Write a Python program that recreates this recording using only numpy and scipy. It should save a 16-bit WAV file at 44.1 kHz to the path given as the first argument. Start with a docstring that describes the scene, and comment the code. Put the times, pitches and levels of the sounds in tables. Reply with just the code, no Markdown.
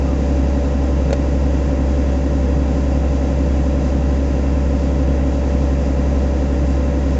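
"""Inside the cab of a parked fire engine: a six-cylinder diesel at fast, governed idle drives the pump.
The cab booms at the firing rate; the water pump, geared a little faster than the crank, beats slowly
against it. Combustion rumbles and clatters through the bulkhead over an even hiss.
Something in the cab squeaks faintly; a plastic part clicks once."""
import sys
import numpy as np
from scipy.fft import rfft, irfft, next_fast_len
from scipy.io import wavfile
from scipy.ndimage import map_coordinates

SR = 44100
rng = np.random.default_rng(int(sys.argv[2]) if len(sys.argv) > 2 else 0)


def unload_audio(sound):
    """Save the sound as a 16-bit wav file, at the path given as the first command line argument."""
    columns = np.transpose(np.atleast_2d(sound))
    # keep every value between -1 and 1, then stretch to whole-number steps
    steps = np.round(np.clip(columns, -1, 1) * 32767)
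    wavfile.write(sys.argv[1], SR, steps.astype(np.int16))


N = 317079
CYLINDERS, CYCLE_HZ = 6, 11.2565  # four-stroke: two crank turns a cycle


def amp(db):
    """Decibels to gain."""
    return 10 ** (np.asarray(db) / 20)


def db_at(points, hz):
    """(Hz, dB) points on a log axis, silent outside them."""
    knots_hz, db = np.transpose(points)
    return np.interp(np.log(hz + 1e-9), np.log(knots_hz), db, left=-140, right=-140)


def wobble(knots_per_s):
    """Smooth random curve."""
    knots = rng.standard_normal(int(N * knots_per_s / SR) + 4)
    return map_coordinates(knots, [np.arange(N) * knots_per_s / SR])


def filtered(x, response):
    """x through a frequency response."""
    size = next_fast_len(N + SR // 2)
    return irfft(rfft(x, size) * response(np.fft.rfftfreq(size, 1 / SR)), size)[:N]


def noise(density, envelope):
    """Modulated noise of a given mean spectral density."""
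    white = envelope * rng.standard_normal(N)
    white *= np.sqrt(SR / 2 / np.mean(white ** 2))  # unit power per Hz
    return filtered(white, lambda hz: amp(db_at(density, hz)))


def harmonics(turns, orders, rms_db, scatter_rad=np.pi):
    """Wave repeating each turn: an inward thump if the phases scatter little, a drone if much."""
    size = 2 ** 14
    phase = scatter_rad * rng.uniform(-1.04, 1, len(orders))
    bins = np.zeros(size // 2 + 1, complex)
    bins[np.rint(orders).astype(int)] = -amp(rms_db) * np.exp(1j * phase)
    one_turn = irfft(bins) * size / np.sqrt(2)
    return np.interp(turns % 1, np.arange(size) / size, one_turn, period=1)


# Trim panel resonances: (centre [Hz], width [Hz], lift [dB])
PANEL_MODES = [(1286, 78, 4), (1395, 94, 3.5), (1650, 54, 3), (1928, 230, 3), (2370, 85, 2.5),
               (2700, 130, 4), (3330, 35, 9), (3890, 58, 5), (4860, 190, 2.5), (6080, 120, 4)]

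def panels(x):
    """Each ringing trim panel lifts a narrow band."""
    def lift_db(hz):
        return sum(db * np.exp(-(2 * (hz - centre) / width) ** 2) for centre, width, db in PANEL_MODES)
    return filtered(x, lambda hz: amp(lift_db(hz)))


# Hiss ahead of the panels: (frequency [Hz], density [dB/Hz])
HISS_DENSITY = [(1500, -98.5), (3200, -88), (3800, -84), (4200, -86.5), (4800, -83), (5500, -84),
                (6500, -83), (7200, -85), (7600, -89.5), (8000, -105)]

def hiss():
    """Even hiss with a slight flicker, coloured by the panels."""
    flicker_db = 0.55 * wobble(14)
    return panels(noise(HISS_DENSITY, amp(flicker_db)))


# Squeak contour: (time [s], pitch [Hz], rms level [dB])
SQUEAK_GLIDE = [(0.029, 1260, -66), (.08, 1240, -43), (.16, 1130, -44.5), (.23, 1100, -64),
                (.27, 1093, -120)]

def squeak():
    """One thin, slightly rough tone slides down."""
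    knots_s, hz, db = np.transpose(SQUEAK_GLIDE)
    t = np.arange(N) / SR
    pitch_hz = np.interp(t, knots_s, hz) * (1 + .012 * wobble(140))
    return amp(np.interp(t, knots_s, db)) * np.sqrt(2) * np.sin(2 * np.pi * np.cumsum(pitch_hz) / SR)


# Modes of the clicking part: (centre [Hz], width [Hz], gain [dB])
PLASTIC_MODES = [(520, 90, 19), (830, 160, -1), (1430, 300, 1), (2650, 450, -2), (3500, 900, -5),
                 (5100, 800, -7), (6700, 900, -4)]

def plastic(hz):
    """Response of a plastic part: damped modes of alternating sign."""
    return sum((-1) ** k * amp(db) * 1j * hz * width / (centre ** 2 - hz ** 2 + 1j * hz * width)
               for k, (centre, width, db) in enumerate(PLASTIC_MODES))


# Lead-in tick and snap: (time [s], drive level [dB], t60 [s], low-pass [Hz])
CONTACTS = [(1.1065, -8, .014, 1600), (1.128, -7.5, .032, 6200)]

def click(attack_s=.0006):
    """Short scraping contacts excite the plastic part."""
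    out = np.zeros(N)
    for start_s, db, t60_s, lowpass_hz in CONTACTS:
        age_s = np.maximum(np.arange(N) / SR - start_s, 0)
        envelope = (1 - np.exp(-age_s / attack_s)) * amp(db - 60 * age_s / t60_s)
        scrape = envelope * rng.standard_normal(N)
        out += filtered(scrape, lambda hz: plastic(hz) / (1 + 1j * hz / lowpass_hz))
    return out


def governor(hunt, flutter):
    """Running time of the machinery [s]: the speed strays by tiny fractions."""
    return np.cumsum(1 + hunt * wobble(2) + flutter * wobble(20)) / SR


# Accessory tones: (frequency [Hz], rms level [dB])
BELT_TONES = [(143.0, -35), (211.4, -42)]

def belt(clock_s):
    """Belt-driven accessories hum, following engine speed."""
    return sum(amp(db) * np.sqrt(2) * np.sin(2 * np.pi * (hz * clock_s + rng.random()))
               for hz, db in BELT_TONES)


# Pump lines: (shaft order [1], rms level [dB])
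PUMP_ORDERS = [(1, -41), (2, -41), (3, -37), (11, -36), (12, -36), (13, -35), (14, -40), (18, -51)]

def pump(clock_s, shaft_hz=23.15):
    """The geared water pump drones at multiples of its shaft speed."""
    orders, db = np.transpose(PUMP_ORDERS)
    return harmonics(shaft_hz * clock_s, orders, db)


# Irregular part of the combustion, heard in the cab: (frequency [Hz], density [dB/Hz])
RUMBLE_DENSITY = [(12, -74.5), (40, -57.5), (66, -55), (95, -61.5), (125, -54.5), (155, -46), (190, -54),
                  (275, -51), (340, -56), (410, -62), (490, -53), (590, -58.5), (680, -66.5), (1100, -90.5)]
# Injectors and valve gear: (frequency [Hz], relative density [dB])
CLATTER_SHAPE = [(450, -86), (750, -59.5), (1000, -67.5), (1150, -73.5), (1400, -75), (1900, -73),
                 (2200, -76.5), (2700, -78.5), (3100, -81.5), (4200, -96.5), (7000, -105)]

def diesel_noise(cycles, swell_db=1.5):
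    """Rumble and clatter swell at each firing; the clatter rings the panels."""
    swell = amp(swell_db * np.cos(np.pi * cycles * CYLINDERS) ** 2)
    rumble = noise(RUMBLE_DENSITY, swell)
    clatter = amp(-2) * noise(CLATTER_SHAPE, swell)
    return rumble + panels(clatter)


# Line envelopes ahead of the panels: (frequency [Hz], rms level per line [dB])
FIRING_LINES = [(67, -17), (135, -33), (203, -33), (270, -29.5), (405, -52.5), (540, -43), (640, -66),
                (743, -48), (950, -64), (1620, -64.5), (3260, -77)]  # multiples of the firing rate
HALFWAY_LINES = [(33, -61), (169, -35.5), (439, -51), (506, -37), (574, -33.5), (640, -58.5), (777, -50),
                 (850, -61), (1050, -56.5), (1300, -69)]  # between those: front and rear three cylinders differ
BUZZ_LINES = [(20, -64), (80, -49), (300, -48), (560, -54), (680, -62), (800, -65.5), (1050, -60),
              (1160, -74), (1300, -66), (1900, -69.5), (2200, -76), (2700, -70), (3100, -80.5), (4000, -87)]  # all weaker lines
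# Narrow peaks of the once-a-cycle engine throb, plus two faint whines:
# (centre [Hz], width [Hz], rms level of a line at centre [dB])
THROB_PEAKS = [(113, 7.8, -38.5), (161, 10, -42), (228.2, 6.8, -35.5), (252.6, 18, -37.5),
               (277, 9.2, -35.5), (425.5, 14, -42), (484, 18, -43.5), (554.7, 29, -44), (597, 9.2, -45.5),
               (968, 8, -52), (1036, 10, -49)]
# Most low lines keep step with the throb, the rest scatter: (frequency [Hz], scatter [rad])
PHASE_SCATTER = [(70, .5), (160, 2.6), (245, .6), (285, .6), (400, 3.14)]

def diesel_boom(cycles, ripple_db=3):
    """Firing harmonics over a weak buzz; the hardest cylinder adds a throb once a cycle."""
    orders = np.arange(2, 356)
    hz = orders * CYCLE_HZ
    throb_db = np.max([db - 10 * np.log10(1 + (2 * (hz - centre) / width) ** 2)
                       for centre, width, db in THROB_PEAKS], axis=0)
    strong_db = np.select([orders % CYLINDERS == 0, orders % (CYLINDERS // 2) == 0],
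                          [db_at(FIRING_LINES, hz), db_at(HALFWAY_LINES, hz)], throb_db)
    buzz_db = db_at(BUZZ_LINES, hz) + ripple_db * rng.uniform(-1.2, 1, len(hz))
    scatter_rad = np.interp(hz, *np.transpose(PHASE_SCATTER))
    return panels(harmonics(cycles, orders, np.maximum(strong_db, buzz_db), scatter_rad))


def scene():
    """All sources at one point behind the windscreen."""
    clock_s = governor(hunt=.0005, flutter=.001)
    cycles = CYCLE_HZ * (clock_s - .045)  # hardest cylinder first fires at 45 ms
    background = hiss() + squeak() + click()
    diesel = diesel_noise(cycles) + diesel_boom(cycles)
    return (background + belt(clock_s) + pump(clock_s) + diesel)[None]


def record(dry, top_hz=8150):
    """Brick-wall low-pass."""
    return filtered(dry[0], lambda hz: hz < top_hz)[None]


dry = scene()
out = record(dry)
unload_audio(out)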